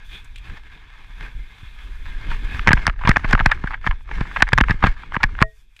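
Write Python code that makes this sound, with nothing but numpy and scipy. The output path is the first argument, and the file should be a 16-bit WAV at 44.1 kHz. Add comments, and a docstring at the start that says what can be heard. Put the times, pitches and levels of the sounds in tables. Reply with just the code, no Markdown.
"""Snowy trees, inside the closed plastic housing of a camera on a pole, with one microphone in the housing.
Wind noise buffets it, grains of snow and needles scrape along it, and bursts of grit crack as twigs on the shell.
Jolts are short swings of mount and pole; a last thump leaves three sine modes of the pole ringing in near
silence, with a few tiny ticks. Rubbing and the bodies of the cracks ring through the housing's resonances."""
import sys
import numpy as np
from scipy import signal
from scipy.fft import rfft, irfft, next_fast_len
from scipy.io import wavfile
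from scipy.ndimage import uniform_filter1d, map_coordinates

SR = 44100
rng = np.random.default_rng(int(sys.argv[2]) if len(sys.argv) > 2 else 0)


def ratio_of_db(decibels):
    """Turn decibels (scalar or array-like) into linear amplitude factors; 0 dB maps to 1."""
    return 10 ** (np.asarray(decibels, float) / 20)


def put_to_file(sound):
    """Save the sound as 16-bit audio at rate SR, in the file named by the first command-line argument."""
    columns = np.atleast_2d(sound).T  # one column per channel
    safe = np.clip(columns, -1, 1)
    whole_steps = np.round(safe * 32767)
    wavfile.write(sys.argv[1], SR, whole_steps.astype(np.int16))


N = 255780  # samples


def unit(x):
    """Scale to rms 1."""
    return x / np.sqrt(np.mean(x ** 2) + 1e-20)


def colour(points):
    """Gain against frequency from (Hz, dB) points on a log axis."""
    hz_points, db = np.transpose(points)
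    return lambda hz: ratio_of_db(np.interp(np.log(hz + 1), np.log(hz_points + 1), db))


def filtered(x, response):
    """x times a complex response of frequency."""
    n = x.shape[-1]
    padded = next_fast_len(n + 2048)
    spectrum = rfft(x, padded) * response(np.fft.rfftfreq(padded, 1 / SR))
    return irfft(spectrum, padded)[..., :n]


def resonance(hz, centre_hz, width_hz):
    """Response of one damped mode, with gain 1 at its centre."""
    return 1j * hz * width_hz / (centre_hz ** 2 - hz * hz + 1j * hz * width_hz)


def wobble(rate):
    """A smooth random curve, rate knots a second."""
    knots = rng.standard_normal(int(N * rate / SR) + 4)
    return map_coordinates(knots, [np.arange(N) * rate / SR])


def gritty(grain_db, flutter_db):
    """Noise of dense grains with a long tail of sizes, fluttering in strength."""
    grains = rng.standard_normal(N) * ratio_of_db(grain_db * rng.exponential(size=N))
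    return grains * ratio_of_db(flutter_db * (wobble(35) + wobble(140)))


def patchy(x, patch_db):
    """x with patches of random gain, some hundred hertz wide and a few hundredths of a second long."""
    spectrum = signal.stft(x, nperseg=512)[2]
    field = rng.standard_normal(spectrum.shape)
    field = uniform_filter1d(field, size=5, axis=0)
    field = uniform_filter1d(field, size=12, axis=1)
    return signal.istft(spectrum * ratio_of_db(patch_db * unit(field)), nperseg=512)[1][:N]


def placed(sounds, times):
    """Sum of short sounds (rows) started at the given seconds."""
    at = np.round(times * SR).astype(int)[:, None] + np.arange(sounds.shape[1])
    return np.bincount(at.ravel(), sounds.ravel(), N + SR)[:N]


def peak_one(sounds):
    """Each row scaled so that its loudest millisecond or so has envelope 1."""
    power = uniform_filter1d(np.abs(signal.hilbert(sounds)) ** 2, size=53, axis=1)
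    return sounds / np.sqrt(power.max(axis=1, keepdims=True))


def curves(rows):
    """One value per sample for each column after the time."""
    s, *columns = np.transpose(rows)
    return [np.interp(np.arange(N) / SR, s, column) for column in columns]


# resonances of the housing, the hollow ones first: pitch_hz, width_hz, level_db (before lifts and wall filter)
HOUSING_MODES = [(995, 316, -2), (1252, 330, -6), (1646, 245, 5.5), (2102, 80, -11), (3100, 450, -21)]


def shell(hz, hollow_db, thin_db, scatter_db=np.zeros(len(HOUSING_MODES))):
    """Causal response of the housing; hollow_db lifts its two lowest resonances, thin_db the fourth."""
    lift_db = [hollow_db, hollow_db, 0, thin_db, 0]
    ring = sum(ratio_of_db(db + lift + scatter) * resonance(hz, centre_hz, width_hz)
               for (centre_hz, width_hz, db), lift, scatter in zip(HOUSING_MODES, lift_db, scatter_db))
    walls = (1j * hz / (700 + 1j * hz) / (1 + 1j * hz / 3500)) ** 2  # the walls pass only the middle
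    return ring * walls


# twigs and branches touching the shell, at no distance:
# start_s (hardest push follows), level_db (body peak), contact_ms, snap_db (over body), hollow_db (extra lift)
TWIG_CRACKS = [(2.3133, -21, 5.7, -18, 6), (2.5941, -14, 1.4, -26, -14), (2.6645, -21, 3.1, -42, 7),
               (2.6737, 2, 1, -48, -10), (2.6796, -0.5, 2.2, -55.5, -7.5), (2.689, -2, 2.7, -38, -4),
               (2.7077, -6, 1.3, -36, 12), (2.7162, -6.5, 3.7, -41, -6), (2.7312, 4.5, 1.75, -16, -10),
               (2.77, -19.5, 1, -35, -10), (2.775, -16, 2.6, -37, -11), (2.8553, -19, 0.88, -44, 9),
               (2.8678, -2, 0.85, -10, -12), (2.8773, -8.5, 2.5, -22, -5), (2.89, -20, 1, -44, 18),
               (2.8964, -14, 2.3, -37, 2), (2.992, -30, 1.8, -41, -2), (3.0108, -25.5, 10, -27, 23),
               (3.0366, -17, 3, -41, 1), (3.052, -15.5, 5.9, -35.5, 1), (3.0743, -3.5, 2.6, -16.5, -4),
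               (3.0798, -9, 3.3, -43.5, -2), (3.0921, -5, 3.5, -4.5, -2), (3.108, -13, 1.3, -44, -4),
               (3.1139, -3.5, 1.4, -68, -16), (3.1606, -6.5, 2.2, -64, -19), (3.1687, -1, 1.2, -27, -8.5),
               (3.2447, -14.5, 3.9, -31, -7), (3.2515, -19, 2.2, -36, -5), (3.3103, -16, 3, -12.5, 11),
               (3.329, -1.5, 4.8, -18.5, 0), (3.3506, -5, 1.6, -36, 12), (3.377, -19.5, 3.5, -43, 11),
               (3.393, -9, 1.06, -25, -9), (3.4001, -9.5, 1.95, -33, -25), (3.4072, -9.5, 2.6, -37, 9),
               (3.46, 0, 2.77, -13.5, -16), (3.497, -24, 5.7, -35, 10), (3.5152, -4.5, 5.7, -16.5, -15.5),
               (3.6394, -19, 2.3, -34, 17), (3.673, -16, 4.8, -23, -25), (3.7074, -19, 1.45, -51, 29),
               (3.714, -21.5, 1.9, -35, 18), (3.732, -22, 11.4, -32, -7), (3.7418, -18, 3.4, -45, -22),
               (3.8424, -23, 3.9, -40, 0), (3.8649, -11, 2.6, -20.5, -3), (3.872, -7.5, 3.3, -23, -10.5),
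               (3.9105, -15.5, 1.9, -42, -4), (3.923, -27, 2.2, -46, 14), (4.0908, -28.5, 2.1, -47, 15),
               (4.113, -20.5, 2.7, -40, -10), (4.2076, -17.5, 6.3, -18, 0),
               (4.3616, -10.5, 3.4, -31.5, -5.5), (4.3687, -11.5, 1.7, -29, -5.5),
               (4.405, -13.5, 3.9, -39.5, -8.5), (4.4231, 4.5, 2.1, -27.5, -23),
               (4.4699, -22, 1.6, -41, 0.0), (4.4759, -20.5, 3.7, -23.5, -10.5),
               (4.4888, -16, 2, -16.5, -8), (4.5214, -15.5, 0.51, -36.5, 0.5), (4.5318, 2, 1.9, -17.5, -12),
               (4.5781, -0.5, 0.52, -27.5, -9), (4.584, 1, 2.1, -15.5, -5), (4.605, -9, 2.2, -26, -16),
               (4.6101, 1.5, 1.37, -23.5, 6), (4.6383, -11, 2.2, -34, -30), (4.6846, -14, 0.63, -44.5, 0.5),
               (4.6953, -12, 4.5, -26.5, -12), (4.7076, -7, 4.2, -16.5, -15), (4.7155, -17, 2.9, -44, -2),
               (4.826, -9.5, 4.2, -37.5, 12), (4.8388, 1, 2.85, -33, -5.5), (4.846, -5.5, 1.9, -40, -9),
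               (4.861, -12, 3.4, -40.5, -7.5), (4.867, -11.5, 6.8, -16, -13.5),
               (5.1215, -22.5, 1.1, -38.5, 5), (5.144, -13, 1.7, -29, -13), (5.154, -16, 1.1, -44, 19),
               (5.1653, -8.5, 2.3, -52, 6), (5.205, -24, 5.9, -43.5, 5), (5.2322, -5.5, 2.2, -12, -9),
               (5.2375, 0.5, 2.9, -22, -11.5), (5.3518, -26.5, 0.95, -39, -20),
               (5.3891, -15, 1.2, -43.5, 7.5), (5.406, -19.5, 3.5, -38.5, 5.5),
               (5.4159, -6.5, 1.4, -18, 3.5), (5.4244, 5, 2.34, -19, 8.5)]
# spectrum of the snap: pitch_hz, level_db (relative)
SNAP_COLOUR = [(2700, -27.5), (3500, 3), (6000, -12.5), (11000, -29.5), (15800, -42.5), (16600, -58.5)]


def cracks():
    """Each contact is a short burst of grit that rings the shell at new strengths, with a sharper snap on top."""
    contacts = np.vstack([TWIG_CRACKS, twiglets()])
    start_s, level_db, contact_ms, snap_db, hollow_db = contacts.T[..., None]
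    lead_s = .008
    u = (np.arange(2048) / SR - lead_s) / (contact_ms / 1000) - .3  # contact lengths from the hardest push
    push = ratio_of_db(np.where(u < 0, 16 * u, -12 * u))  # force builds up and lets go
    drag = ratio_of_db(np.where(u < 0, 7 * u, -3.5 * u) - 25)  # the twig slides on before and after
    # a brief snap of noise, swelling and dying around the hardest push
    snap_swell = ratio_of_db(np.where(u < .1, 22 * (u - .1), -40 * (u - .1)))
    noise = rng.standard_normal((len(contacts), 2, u.shape[1])) * np.hanning(u.shape[1]) ** .5
    scatter_db = 3 * rng.standard_normal((len(contacts), len(HOUSING_MODES))).T[..., None]

    def blunt_shell(hz):
        blunt = (1 + 1j * hz / 2600 - (hz / 2500) ** 2) ** 1.51  # soft bark dulls the treble
        return shell(hz, hollow_db + 11, -7.5, scatter_db) / blunt

    body = peak_one(filtered((push + drag) * noise[:, 0], blunt_shell))
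    snap = peak_one(filtered(snap_swell * noise[:, 1], colour(SNAP_COLOUR)))
    return placed(ratio_of_db(level_db) * (body + ratio_of_db(snap_db) * snap), start_s[:, 0] - lead_s)


# stay in the thicket: start_s, end_s
THICKET_SPAN = (2.75, 5.41)


def twiglets(count=40):
    """Small twigs touch at random in the thicket, as strong as the slide presses; rows as in TWIG_CRACKS."""
    draw = rng.random((count, 5))
    start_s, end_s = THICKET_SPAN
    s = start_s + (end_s - start_s) * (np.arange(count) + draw[:, 0]) / count
    press_db = np.interp(s, *np.transpose(SNOW_SLIDE)[:2])
    level_db = press_db + 11.5 - 2.5 * np.log(1 - draw[:, 1])  # a few stand out
    contact_ms = 2.6 * (.5 + draw[:, 2])
    snap_db = -34 + 16 * (draw[:, 3] - .5)
    hollow_db = 32 * (draw[:, 4] - .6)
    return np.transpose([s, level_db, contact_ms, snap_db, hollow_db])


# quick thuds of the mount and slow sways of the pole: peak_s, level_db (swing at its peak), pitch_hz
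MOUNT_JOLTS = [(0.503, -23.5, 34.6), (1.356, -34, 63.5), (1.637, -27.5, 63), (2.298, -17.5, 37.0),
               (2.347, -17, 30.5), (2.458, -19, 29.2), (2.554, -18, 44.0), (2.608, -12.5, 25.5),
               (2.674, -12, 160.0), (2.681, -17, 35.0), (2.684, -6, 131), (2.695, -11, 89.0),
               (2.709, -5.5, 137), (2.737, -5, 142.0), (2.747, -5.5, 35.4), (2.792, -11.5, 26.4),
               (2.872, -18.0, 95), (2.884, -13.5, 130), (2.899, -17, 34.7), (3.053, -15, 98),
               (3.066, -23, 85.0), (3.077, -10, 107), (3.094, -0.5, 161), (3.104, -3.5, 39.7),
               (3.172, -15, 167), (3.248, -14.5, 154), (3.263, -15.5, 33), (3.339, -5, 154),
               (3.348, -11.5, 107), (3.346, -6.5, 36.1), (3.406, -16, 129), (3.432, -12, 34.3),
               (3.465, -7.5, 123.0), (3.474, -8, 40.6), (3.644, -14.5, 156), (3.872, -16, 148),
               (3.904, -8, 26.5), (3.951, -15.5, 23.8), (4.214, -11.5, 140.0), (4.22, -17.5, 31.0),
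               (4.428, -10, 159), (4.444, -14, 31.8), (4.534, -4.5, 116), (4.571, -13.5, 27.0),
               (4.584, -16.5, 89.0), (4.591, -13, 116), (4.612, -2.5, 210), (4.627, -4, 36.3),
               (4.701, -10, 112), (4.712, -16, 38.0), (4.712, -8.5, 130), (4.746, -22, 110.0),
               (4.833, -16.5, 93), (4.842, -9, 38.3), (4.843, -4, 145.0), (4.853, -10, 162),
               (4.872, -12, 130), (4.899, -7, 25.5), (5.171, -14.5, 168), (5.244, -12, 109),
               (5.255, -11.5, 29.0), (5.421, -2.5, 133.0), (5.44, -16, 33.0)]
# the mount's own resonance, rung by each jolt: pitch_hz, width_hz, level_db (gain at its centre)
MOUNT_MODE = (123, 15, -10)


def jolts():
    """A jolt is a swing of a cycle or two, pushing forward at its peak; the mount rings on briefly."""
    peak_s, level_db, pitch_hz = np.transpose(MOUNT_JOLTS)[..., None]
    cycles = np.arange(6000) / SR * pitch_hz
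    rise = 0.43  # cycles up to the peak
    u = cycles / rise
    onset = 1 - np.exp(-(u / .25) ** 2)
    envelope = onset * u ** 0.52 * np.exp(1.424 * (1 - u))
    swing = envelope * np.cos(2 * np.pi * (cycles - rise) + 0.1)
    jolt = placed(ratio_of_db(level_db) * swing, (peak_s - rise / pitch_hz)[:, 0])
    centre_hz, width_hz, ring_db = MOUNT_MODE
    return jolt + ratio_of_db(ring_db) * filtered(jolt, lambda hz: resonance(hz, centre_hz, width_hz))


# ringing modes of the pole: pitch_hz, level_db (relative), t60_s (time to fall 60 dB)
POLE_MODES = [(436, -15, .24), (646, 0, .14), (1878, -7, .2)]


def pole():
    """Three clean modes of the pole die away after the last thump."""
    last_thump_s = 5.427
    t = np.arange(SR // 3) / SR
    ring = sum(ratio_of_db(db - 60 * t / t60) * np.sin(2 * np.pi * hz * t) for hz, db, t60 in POLE_MODES)
    return placed(ratio_of_db(-23.5) * ring[None], np.array([last_thump_s]))


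# spectra of swish, spray and rumble (the wind rumbles with it too): pitch_hz, level_db (relative)
SWISH_COLOUR = [(1800, -39), (2450, 5), (2850, -11), (3450, 1.5), (3900, -9.5), (4700, -23), (6000, -44)]
SPRAY_COLOUR = [(3500, -24), (4600, -2), (7000, -5.5), (10000, -9), (14800, -12.5), (15400, -36.5)]
RUMBLE_COLOUR = [(41, -38), (70, -7.5), (168, -8.5), (323, -16), (438, -19), (571, -30), (800, -41.5),
                 (1040, -54), (1760, -120)]


def snow():
    """Snow and needles rub the shell, shake mount and pole, swish around 2 to 4 kHz and spray as fine hiss."""
    scrape, swish, spray = rubbing()
    grit = patchy(gritty(grain_db=3.0, flutter_db=1.5), patch_db=1.5)
    rub = unit(filtered(grit, lambda hz: shell(hz, hollow_db=-0.5, thin_db=15.5)))
    mount = unit(ratio_of_db(3.5 * wobble(30)) * filtered(rng.standard_normal(N), colour(RUMBLE_COLOUR)))
    press = scrape ** 1.518  # only hard rubbing reaches mount and pole
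    pole_hz = POLE_MODES[0][0]
    hum = filtered(press * rng.standard_normal(N), lambda hz: resonance(hz, pole_hz, width_hz=12))
    needles = patchy(gritty(grain_db=0.95, flutter_db=0.2), patch_db=2.0)
    brush = swish * unit(filtered(needles, colour(SWISH_COLOUR)))
    fizz = spray * unit(filtered(gritty(grain_db=1, flutter_db=.5), colour(SPRAY_COLOUR)))
    return scrape * rub + ratio_of_db(16) * press * mount + ratio_of_db(28) * hum + brush + fizz


# continuous sliding along the shell, which rises and lulls:
# time_s (levels glide between points), level_db (scrape pressure), fineness_db (swish over scrape)
SNOW_SLIDE = [(0, -47, -16), (.06, -53.5, -1), (.3, -55, -5), (.61, -60, -3.5), (.85, -50.5, -9.5),
              (1.1, -51.5, -6), (2.0, -51.5, -4), (2.22, -42, -9), (2.62, -39.5, -7.5), (2.7, -41, -21),
              (2.88, -37.5, -32), (2.96, -57, -15), (3.05, -39.5, -31), (3.72, -43, -35), (3.8, -60.5, -4),
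              (3.86, -37, -26), (4.03, -64.5, 0.5), (4.11, -39.5, -30), (4.35, -41.5, -6.5),
              (4.7, -49.5, -27), (5.1, -50, -19.5), (5.425, -45, -22.5), (5.445, -73.5, 2.5),
              (5.6, -69.5, 4), (5.67, -73, -0.5), (5.8, -68, 2.5)]
# single strokes of a bough or a clump of snow:
# peak_s, level_db (scrape at the peak), release_ms, fineness_db (swish over scrape)
BOUGH_STROKES = [(0.149, -48, 44, 7.5), (.375, -67, 42, 14), (0.477, -43, 51, -7), (.55, -44.5, 52, -9),
                 (.66, -46.5, 28, -15), (.75, -49, 62, -6), (1.03, -66, 88, 3), (1.23, -40, 53, -8.5),
                 (1.63, -53.5, 120, 0), (1.82, -50.5, 60, -1), (2.085, -47.5, 52, -2.5),
                 (2.321, -33, 32, -10), (2.54, -41, 71, -4.5), (2.704, -46, 21, -40),
                 (3.087, -23.5, 8.3, -37), (3.3, -31, 29, -28), (4.17, -38.5, 33, -27.5),
                 (4.39, -37.5, 32, -18), (4.7, -37.5, 48, -20), (4.856, -33.5, 53, -28),
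                 (5.02, -47.5, 53, -9), (5.147, -33.5, 15, -26.5), (5.238, -41, 36, -30),
                 (5.409, -33, 10.5, -23.5)]


def rubbing():
    """Gains of scrape, swish and spray: finer snow is brighter, and strokes swell over the continuous slide."""
    fall_db, attack_share, bluntness = 7.5, 0.83, 1.6  # loss over one release; attack over release; flat top
    spray_grows, slide_spray_db, stroke_spray_db = 2.23, -7, -19  # slide spray per dB of fineness; offsets
    press_db, fine_db = curves(SNOW_SLIDE)
    spray_db = press_db + spray_grows * fine_db + slide_spray_db
    power = ratio_of_db([press_db, press_db + fine_db, spray_db]) ** 2
    t = np.arange(N) / SR
    for peak_s, level_db, release_ms, fine in BOUGH_STROKES:
        reach_s = release_ms / 200  # five releases either side
        near = slice(max(0, round((peak_s - reach_s) * SR)), round((peak_s + reach_s) * SR))
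        u = (t[near] - peak_s) / (release_ms / 1000)
        swell_db = level_db - fall_db * np.where(u < 0, -u / attack_share, u) ** bluntness
        power[:, near] += ratio_of_db(swell_db + np.array([[0], [fine], [fine + stroke_spray_db]])) ** 2
    return np.sqrt(power)


# small bright ticks of ice crumbs: start_s, level_db (top peak), body_db (over the top)
ICE_TICKS = [(0.2453, -48, -17), (0.3591, -47, 14.5), (0.3786, -58, 16), (0.384, -53.5, 18),
             (2.4468, -50, 0), (5.7648, -54, 13.5), (5.7914, -59, 20.5)]
# spectra of a tick's top and body: pitch_hz, level_db (relative)
TICK_TOP_COLOUR = [(4000, -2), (7500, 14), (15000, -9), (16000, -38)]
TICK_BODY_COLOUR = [(900, -11), (2500, 14), (4000, 6), (6500, -26.5)]


def ticks():
    """Tiny dry ticks of decaying noise: a thin top, and a body where the crumb is larger."""
    start_s, level_db, body_db = np.transpose(ICE_TICKS)[..., None]
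    t = np.arange(1024) / SR
    burst = rng.standard_normal((len(ICE_TICKS), 2, len(t))) * ratio_of_db(-60 * t / 0.034)
    top = peak_one(filtered(burst[:, 0], colour(TICK_TOP_COLOUR)))
    body = peak_one(filtered(burst[:, 1], colour(TICK_BODY_COLOUR)))
    return placed(ratio_of_db(level_db) * (top + ratio_of_db(body_db) * body), start_s[:, 0])


# wind on the housing: time_s (levels glide between points), level_db (buffet rms)
WIND_GUSTS = [(0, -38), (.44, -34), (.95, -43.5), (1.34, -28), (1.48, -38.5), (2.29, -25.5), (2.49, -27),
              (3.0, -26), (3.33, -19.5), (3.8, -29), (4.03, -36), (4.17, -22), (4.33, -34), (4.65, -19.5),
              (5.05, -35.5), (5.3, -24.5), (5.42, -28), (5.49, -49)]
# spectrum of the buffeting: pitch_hz, level_db (per hertz, relative)
BUFFET_COLOUR = [(8.2, -28.5), (14, 0.5), (27, -2), (38, -3), (90, -23.5), (120, -24), (200, -120)]


def wind():
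    """Gusts buffet the housing as low noise, with a fainter lumpy rumble above."""
    gust, = ratio_of_db(curves(WIND_GUSTS))
    buffet = unit(filtered(rng.standard_normal(N), colour(BUFFET_COLOUR)))
    lumps = unit(ratio_of_db(4.8 * wobble(21)) * filtered(rng.standard_normal(N), colour(RUMBLE_COLOUR)))
    return gust * (buffet + ratio_of_db(-25) * lumps)


def scene():
    """All sources, as the one microphone inside the housing gets them."""
    return (cracks() + jolts() + pole() + snow() + ticks() + wind())[None]


def top_cut(x):
    """Nothing passes above the cut-off."""
    return signal.sosfilt(signal.butter(12, 16520, fs=SR, output="sos"), x)


def record(dry):
    """The microphone input blocks the slowest pressure; the hardest blows overload it and clip."""
    ceiling, hardness = .97, 5.0  # full scale is 1; higher hardness bends more sharply
    coupled = filtered(dry, lambda hz: 1j * hz / (7 + 1j * hz))
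    clipped = coupled / (1 + np.abs(coupled / ceiling) ** hardness) ** (1 / hardness)
    return top_cut(clipped)


dry = scene()
out = record(dry)
put_to_file(out)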